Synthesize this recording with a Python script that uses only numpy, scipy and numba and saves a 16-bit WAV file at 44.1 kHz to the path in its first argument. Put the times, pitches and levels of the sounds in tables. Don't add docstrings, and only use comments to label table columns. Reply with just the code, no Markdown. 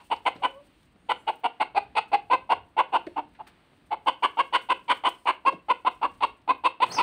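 import sys
import numpy as np
from scipy import signal
from scipy.fft import rfft, irfft, next_fast_len
from scipy.io import wavfile
from scipy.ndimage import uniform_filter1d
from numba import njit

SR = 44100
rng = np.random.default_rng(int(sys.argv[2]) if len(sys.argv) > 2 else 0)


def convert_level_to_amplitude(level_db):
    exponent = np.asarray(level_db, float) / 20
    return 10 ** exponent


def master_out(mix):
    frames = np.transpose(np.atleast_2d(mix))
    ceiling = np.clip(frames, -1, 1)
    pcm = np.round(ceiling * 32767).astype(np.int16)
    wavfile.write(sys.argv[1], SR, pcm)


N = 309582
TIME = np.arange(N) / SR


def unit(x):
    return x / np.sqrt(np.mean(x ** 2))


@njit
def svf(x, hz, width):
    y, band, low = np.empty(len(x)), 0., 0.
    for i in range(len(x)):
        g, k = np.tan(np.pi * hz[i] / SR), width / hz[i]
        v = (band + g * (x[i] - low)) / (1 + g * (g + k))
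        band = 2 * v - band
        low += 2 * g * v
        y[i] = k * v
    return y


def modes(x, table):
    out = 0
    for k, (hz, width, db) in enumerate(table):
        out = out + (-1) ** k * convert_level_to_amplitude(db) * svf(x, np.full(len(x), 1. * hz), 1. * width)
    return out


def colour(x, table):
    hz, db = np.transpose(table)
    size = next_fast_len(len(x))
    bins = np.maximum(np.arange(size // 2 + 1) * SR / size, 1)
    gain = convert_level_to_amplitude(np.interp(np.log(bins), np.log(hz), db))
    return irfft(rfft(x, size) * gain, size)[:len(x)]


def walk(rate, size=N):
    k = int(SR / rate)
    held = np.repeat(rng.standard_normal(size // k + 1), k)
    return 1.3 * uniform_filter1d(uniform_filter1d(held, k), k)[:size]


def add(out, x, at_s):
    i = int(at_s * SR)
    out[i:i + len(x)] += x[:len(out) - i]


def rooster():
    # start_s, hum_ms, length_ms, level_db, beak_opening_db
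    stooped = [(0.1, 12.3, 44.4, -22, -9.5), (0.251, 10.3, 40.4, -20, -5.5), (0.419, 14.4, 52, -21.5, -8),
               (1.086, 8.25, 43.2, -22, -6.5), (1.266, 10.3, 43.5, -22.5, -10.5),
               (1.433, 7, 39.5, -22, -9.5), (1.597, 6.85, 38, -21, -7.5), (1.746, 15.6, 47, -20, -10),
               (1.95, 14.9, 48.5, -21, -4.5), (2.115, 15, 46.7, -17, -11.5), (2.298, 12, 61, -17, -12.5),
               (2.49, 11.2, 51.6, -18.5, -11), (2.765, 14.3, 55.4, -17.5, -12.5),
               (2.921, 12.6, 55, -19, -12), (3.158, 7, 48, -27, -17), (3.386, 5.3, 36.6, -39, -21)]
    upright = [(3.904, 10, 46.4, -25.5, -15), (4.059, 10, 43.2, -18.5, -8.5), (4.222, 7, 44, -18.5, -8),
               (4.369, 18, 51, -18, -9.5), (4.524, 11, 50, -19.5, -5), (4.686, 12, 47.7, -19, -7.5),
               (4.878, 15, 56.7, -19.5, -5), (5.035, 13, 55.2, -19.5, -6.5), (5.254, 16, 61.4, -19.5, -7.5),
               (5.449, 12, 50.8, -16, -11), (5.683, 13, 43.5, -16.5, -13), (5.847, 15, 42.9, -17.5, -13),
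               (6.013, 14, 54.2, -20.5, -14.5), (6.204, 20, 52.2, -18.5, -9), (6.475, 15, 48, -17, -13.5),
               (6.636, 10, 44, -17.5, -8), (6.8, 19, 48, -15.5, -9), (6.965, 17, 56, -18.5, -7.5)]
    # time_s, windpipe_hz, pitch_hz, mouth_ring_hz, throat_overtone_db
    neck = [(0.1, 926, 438, 2866, -0.5), (0.3, 912, 500.3, 2966, 1), (1.1, 834, 501.2, 2940, 4.5),
            (1.6, 874, 498.3, 2823, 2), (1.75, 840, 394, 2610, 4), (1.95, 852, 470.3, 2650, 3),
            (2.12, 831, 401.7, 2660, 2.5), (2.3, 908, 519, 2710, -1), (2.5, 868, 519.1, 2803, 1),
            (2.95, 884, 498.6, 2793, 4.5), (3.9, 848, 452.1, 2905, -5), (4.22, 980, 529.8, 2980, 1),
            (4.69, 990, 511.5, 2774, 2.5), (4.898, 980, 535.7, 3120, 0.5), (5.45, 986, 536.7, 2680, -0.5),
            (5.698, 1027, 508, 2820, -3.5), (6.302, 963, 529.3, 2637, -12.5), (7.0, 1002, 495.8, 2610, -13)]
    out = np.zeros(N)
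    neck_s, *tunings = np.transpose(neck)
    for at_s, hum_ms, length_ms, level_db, beak_db in stooped + upright:
        tuning = [np.interp(at_s, neck_s, column) for column in tunings]
        add(out, cluck(hum_ms, length_ms, level_db, beak_db, *tuning), at_s)
    return out


def cluck(hum_ms, length_ms, level_db, beak_db, pipe_hz, pitch_hz, mouth_hz, throat_db, size=3500):
    # pitch_hz, width_hz, level_db
    beak_rings = [(1942, 810, -2.5), (3677, 680, -4), (4443, 770, -7)]
    # pitch_hz, width_hz, level_db
    chest_rings = [(310, 124, 0), (560.6, 121, 2), (823, 176, 0.5)]
    # pitch_hz, width_hz, level_db
    rasp_rings = [(5060, 210, -8.5), (6700, 460, 0.5), (8385, 1300, 2.5), (11000, 6600, -3),
                  (14500, 4800, -7.5)]
    mouth_rings = [(2287, 368, 3), (mouth_hz, 368, 1.47)]
    beak = []
    for hz, width, db in sorted(mouth_rings + beak_rings):
        beak.append((hz, width, db + .7 * rng.standard_normal()))
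    throat = [(1.516 * pipe_hz, 290, 0)]

    ms = np.arange(size) / SR * 1000
    full_ms = hum_ms + 4
    loudest_ms, until_ms = .66 * length_ms, .89 * length_ms
    moments = [0, 3, hum_ms - 1.5, hum_ms, full_ms, loudest_ms, until_ms, length_ms, length_ms + 8]
    moments = np.maximum.accumulate(moments)
    effort_db = np.interp(ms, moments, [-38, -15, -12, -8, -2.5, .6, -2.5, -13, -45])
    effort_db = uniform_filter1d(effort_db, size=60)
    arch = np.interp(ms, [0, hum_ms, full_ms + 4, until_ms, length_ms], [.84, .9, .995, 1.0, .9])

    hoarse = np.clip(.2 + .11 * (-16 - level_db), .2, .6)
    noise = rng.standard_normal((2, size))
    phase = np.cumsum(pitch_hz * arch * (1 + .14 * hoarse * walk(260, size=size))) / SR
    cycle = phase % 1
    pulses = np.diff(np.exp(-cycle / 0.054), prepend=1)
    pulses = unit(pulses * convert_level_to_amplitude(5.0 * hoarse * walk(370, size=size)))
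    source = pulses + 0.88 * hoarse * unit(noise[0] * np.exp(-cycle / .5))
    leak = unit(noise[1] * np.exp(-cycle / 0.87) * convert_level_to_amplitude(0.73 * walk(250, size=size)))

    sounding = slice(int(hum_ms * SR / 1000), int(length_ms * SR / 1000))
    pipe = pipe_hz * arch ** 0.71
    ring = svf(svf(source, pipe, 330.0), pipe, 330.0)
    ring = svf(np.tanh(0.59 * ring / np.std(ring[sounding])), pipe, 1100.0)
    layers = [ring]
    for rings, air in ((chest_rings, .3), (throat, .3), (beak, .4), (rasp_rings, 1.1)):
        layers.append(modes(modes(source + air * leak, rings), rings))

    closing_db = -4 * (ms - loudest_ms) / length_ms
    gains_db = [effort_db,
                -16 + effort_db,
                -4 + beak_db + throat_db + 1.9 * effort_db,
                beak_db + 1.33 * effort_db + 1.6 * closing_db,
                -16 + 1.346 * beak_db + 1.6 * effort_db + closing_db]
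    out = sum(convert_level_to_amplitude(db) * x / np.std(x[sounding]) for db, x in zip(gains_db, layers))
    return convert_level_to_amplitude(level_db) * out


def note(table, wobble):
    s, hz, db, *over_db = np.transpose(table)
    pitch_hz = np.interp(TIME, s, hz) * (1 + wobble * walk(100))
    phase = 2 * np.pi * np.cumsum(pitch_hz) / SR
    overtone_db = np.interp(TIME, s, over_db[0]) if over_db else -26
    tone = np.sin(phase) + convert_level_to_amplitude(overtone_db) * np.sin(2 * phase)
    return np.sqrt(2) * tone * convert_level_to_amplitude(np.interp(TIME, s, db, -150, -150))


def hens():
    # time_s, pitch_hz, level_db, overtone_db
    coos = [
        [(.38, 548.6, -68, -21), (.42, 560, -52, -7.5), (.52, 541, -58, -14), (.58, 553, -49, -7),
         (.62, 569, -53.5, -19), (.65, 565, -72, -21)],
        [(3.165, 310, -52.5, -12.5), (3.19, 303, -37.5, -4), (3.25, 283.5, -71, -16), (3.3, 297, -74.5, -22)],
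        [(3.064, 422, -63, -26), (3.072, 350, -32, -15), (3.083, 285, -46, 6.5), (3.095, 286, -84.5, 0)],
        [(5.517, 611, -55, -20), (5.525, 592, -41.5, -9.5), (5.535, 327, -41.5, 2.5), (5.548, 274, -50, -19.5)],
    ]
    return sum(note(coo, 0.014) for coo in coos)


def chick_peep():
    # time_s, pitch_hz, level_db
    peep = [(6.892, 3690, -79), (6.902, 4230, -46), (6.913, 4180, -41), (6.922, 5060, -28.5),
            (6.931, 6500, -33.5), (6.942, 6250, -29.5), (6.952, 5450, -26), (6.98, 4650, -37),
            (7.02, 4050, -47)]
    return note(peep, 0.012)


def ticks(size=6000):
    # start_s, peak_db, pitch_hz,
    # width_share (of pitch), t60_s (time to fall 60 dB)
    steps = [(0, -47.5, 910, 0.2, 0.14), (0, -61, 2700, 0.21, 0.38), (0.353, -46.5, 219, 1.2, 0.17),
             (.828, -54.5, 2000, 2, 0.033), (0.956, -56, 200, 1.1, 0.069), (3.066, -34, 1830, 0.28, 0.036),
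             (3.348, -56.5, 2000, 0.38, 0.15), (3.467, -48, 1440, 0.97, 0.15),
             (3.729, -48, 576, 0.33, 0.026), (5.523, -47.5, 2520, 0.99, 0.067),
             (5.53, -44.5, 170, 0.45, 0.11), (5.882, -52.5, 229, 1.1, 0.095),
             (6.414, -60, 2530, 1.8, 0.056), (6.862, -40, 3070, 1.4, 0.036)]
    wire_ticks = [(.161, -45, 4640, 0.22, 0.036), (.312, -61, 13500, 0.37, 0.028),
                  (.347, -56, 12500, 0.54, 0.045), (0.554, -55, 13000, .5, 0.025),
                  (.725, -58, 13500, 0.54, 0.033), (1.405, -59, 10000, 1.5, 0.023),
                  (0.36, -45.5, 3600, 0.55, .04), (1.354, -45, 13000, 0.29, 0.042),
                  (1.222, -60.5, 14500, .3, .04), (1.392, -52, 15450, 0.3, .05),
                  (2.056, -64.5, 9470, 0.69, .03), (3.472, -45, 11000, 2.4, 0.067),
                  (4.131, -47.5, 9900, 1.2, 0.014), (4.614, -51.5, 11000, 0.84, 0.28),
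                  (4.84, -57, 9930, 1.7, 0.049), (5.087, -29, 12000, 1.4, 0.044),
                  (6.577, -59, 14500, 0.55, 0.055)]
    out, t = np.zeros(N), np.arange(size) / SR
    for at_s, db, hz, share, t60 in steps + wire_ticks:
        ring = unit(svf(rng.standard_normal(size), np.full(size, 1. * hz), share * hz))
        fade = np.minimum(t / 0.0034, 1) * 1000. ** (-t / t60)
        add(out, convert_level_to_amplitude(db) * ring * fade, at_s)
    return out


def litter(curve, spectrum, lift_db, crackle_db):
    uneven_db = 2.1 * walk(120) + 3.8 * walk(25) + crackle_db * walk(60) ** 2
    grains = rng.standard_normal(N) * convert_level_to_amplitude(uneven_db)
    level_db = lift_db + np.interp(TIME, *np.transpose(curve), left=-150)
    return unit(colour(grains, spectrum)) * convert_level_to_amplitude(level_db)


def scratching():
    # time_s, level_db
    scratch = [(6.79, -101), (6.84, -54), (6.87, -48), (6.93, -34.5), (6.97, -39), (7.02, -37)]
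    # pitch_hz, level_db
    litter_colour = [(60, -20), (130, -2.5), (300, -6), (700, -1), (2000, -9), (4500, -22), (8000, -13),
                     (12000, -13), (15500, -17)]
    return litter(scratch, litter_colour, 0, .2)


def rustling():
    # time_s, level_db
    rustle = [(0.0, -81), (0.7, -83), (1.1, -96.5), (1.29, -82), (1.5, -94.5), (3.0, -94), (3.5, -97.5),
              (4.24, -84), (4.9, -87.5), (5.2, -78), (5.5, -91), (5.92, -86), (6.8, -93.5), (7.02, -79)]
    # pitch_hz, level_db
    leaves = [(500, -13), (3000, -12.5), (6000, -3), (9000, -1.5), (12000, -0.5), (15500, -4.5)]
    return litter(rustle, leaves, 20, 1.1)


def wheeze(table):
    s, hz, db = np.transpose(table)
    t = np.arange(s[0], s[-1], 1 / SR)
    phase = 2 * np.pi * np.cumsum(np.interp(t, s, hz)) / SR
    orders = np.arange(int(4200 / hz.mean()), int(11600 / hz.mean()))[:, None]
    strength_db = 5.9 * rng.standard_normal(orders.shape) + 24 * orders / orders.max()
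    voice = unit((convert_level_to_amplitude(strength_db) * np.sin(orders * phase)).sum(axis=0))
    out = np.zeros(N)
    add(out, voice * convert_level_to_amplitude(np.interp(t, s, db)), s[0])
    return out


def far_hens():
    # time_s, pitch_hz, level_db
    wheezes = [
        [(.93, 420, -96.5), (1, 430, -74), (1.12, 473, -75), (1.2, 482, -61), (1.3, 498, -81), (1.42, 463, -80)],
        [(3.07, 490, -75), (3.11, 482, -69), (3.25, 486, -75), (3.3, 468, -93)],
        [(4.98, 970, -82), (5.04, 1000, -74), (5.11, 1020, -77), (5.19, 1040, -66), (5.26, 1025, -74),
         (5.36, 980, -93)],
    ]
    return sum(wheeze(table) for table in wheezes)


@njit
def walls(x, lags, gain, damp):
    line, soft, out = np.zeros((8, 4096)), np.zeros(8), np.zeros(len(x))
    for i in range(len(x)):
        total = 0.
        for k in range(8):
            soft[k] += (1 - damp) * (gain[k] * line[k, (i - lags[k]) & 4095] - soft[k])
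            total += soft[k]
            out[i] += soft[k] * (1 - 2 * (k % 2))
        for k in range(8):
            line[k, i & 4095] = x[i] + soft[k] - total / 4
    return out


def yard_echo(x):
    # pitch_hz, level_db
    yard = [(150, -14.5), (500, -15.5), (1000, -26), (2600, -15.5), (4500, -15.5), (9000, -14)]
    lags = np.array([487, 631, 797, 1013, 1289, 1597, 1951, 2411])
    return walls(colour(x, yard), lags, convert_level_to_amplitude(-60 * lags / SR / 0.31), 0.54)


def hush():
    # pitch_hz, level_db
    hush_colour = [(25, -7.5), (45, 4), (100, -11), (160, -12), (300, -9.5), (420, -19), (650, -18.5),
                   (1200, -21), (3000, -23.5), (6000, -35.5), (15500, -31.5)]
    out, swell = 0, walk(0.24)
    for hz in 40 * 2. ** np.arange(9):
        band = svf(rng.standard_normal(N), np.full(N, hz), hz) / np.sqrt(hz)
        out = out + convert_level_to_amplitude(1.4 * swell + 3.2 * walk(6.6)) * band
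    tilted = [(hz, db + 3 * np.log2(hz)) for hz, db in hush_colour]
    return unit(colour(out, tilted)) * convert_level_to_amplitude(-61.5)


def scene():
    birds = rooster() + hens() + ticks()
    chick = chick_peep()
    echo = yard_echo(birds + convert_level_to_amplitude(11) * chick)
    ground = scratching() + rustling()
    return (birds + chick + ground + far_hens() + echo + hush())[None]


def roll_off(x):
    return signal.sosfilt(signal.butter(12, 15600, fs=SR, output="sos"), x)


def record(dry):
    # pitch_hz, level_db
    phone = [(40, -7), (100, 6), (4600, -0.5), (5000, -6.5), (5800, -9), (7300, -11.5), (8100, -4.5),
             (8750, -1.5), (9300, -6), (9800, -13), (12500, -19.5), (15500, -5.5)]
    rounded = np.tanh(1.46 * colour(dry[0], phone))
    top = signal.ellip(8, .2, 70, 15550, fs=SR, output="sos")
    mix = signal.sosfilt(top, rounded)[None] / 1.688
    return roll_off(mix)


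dry = scene()
out = record(dry)
master_out(out)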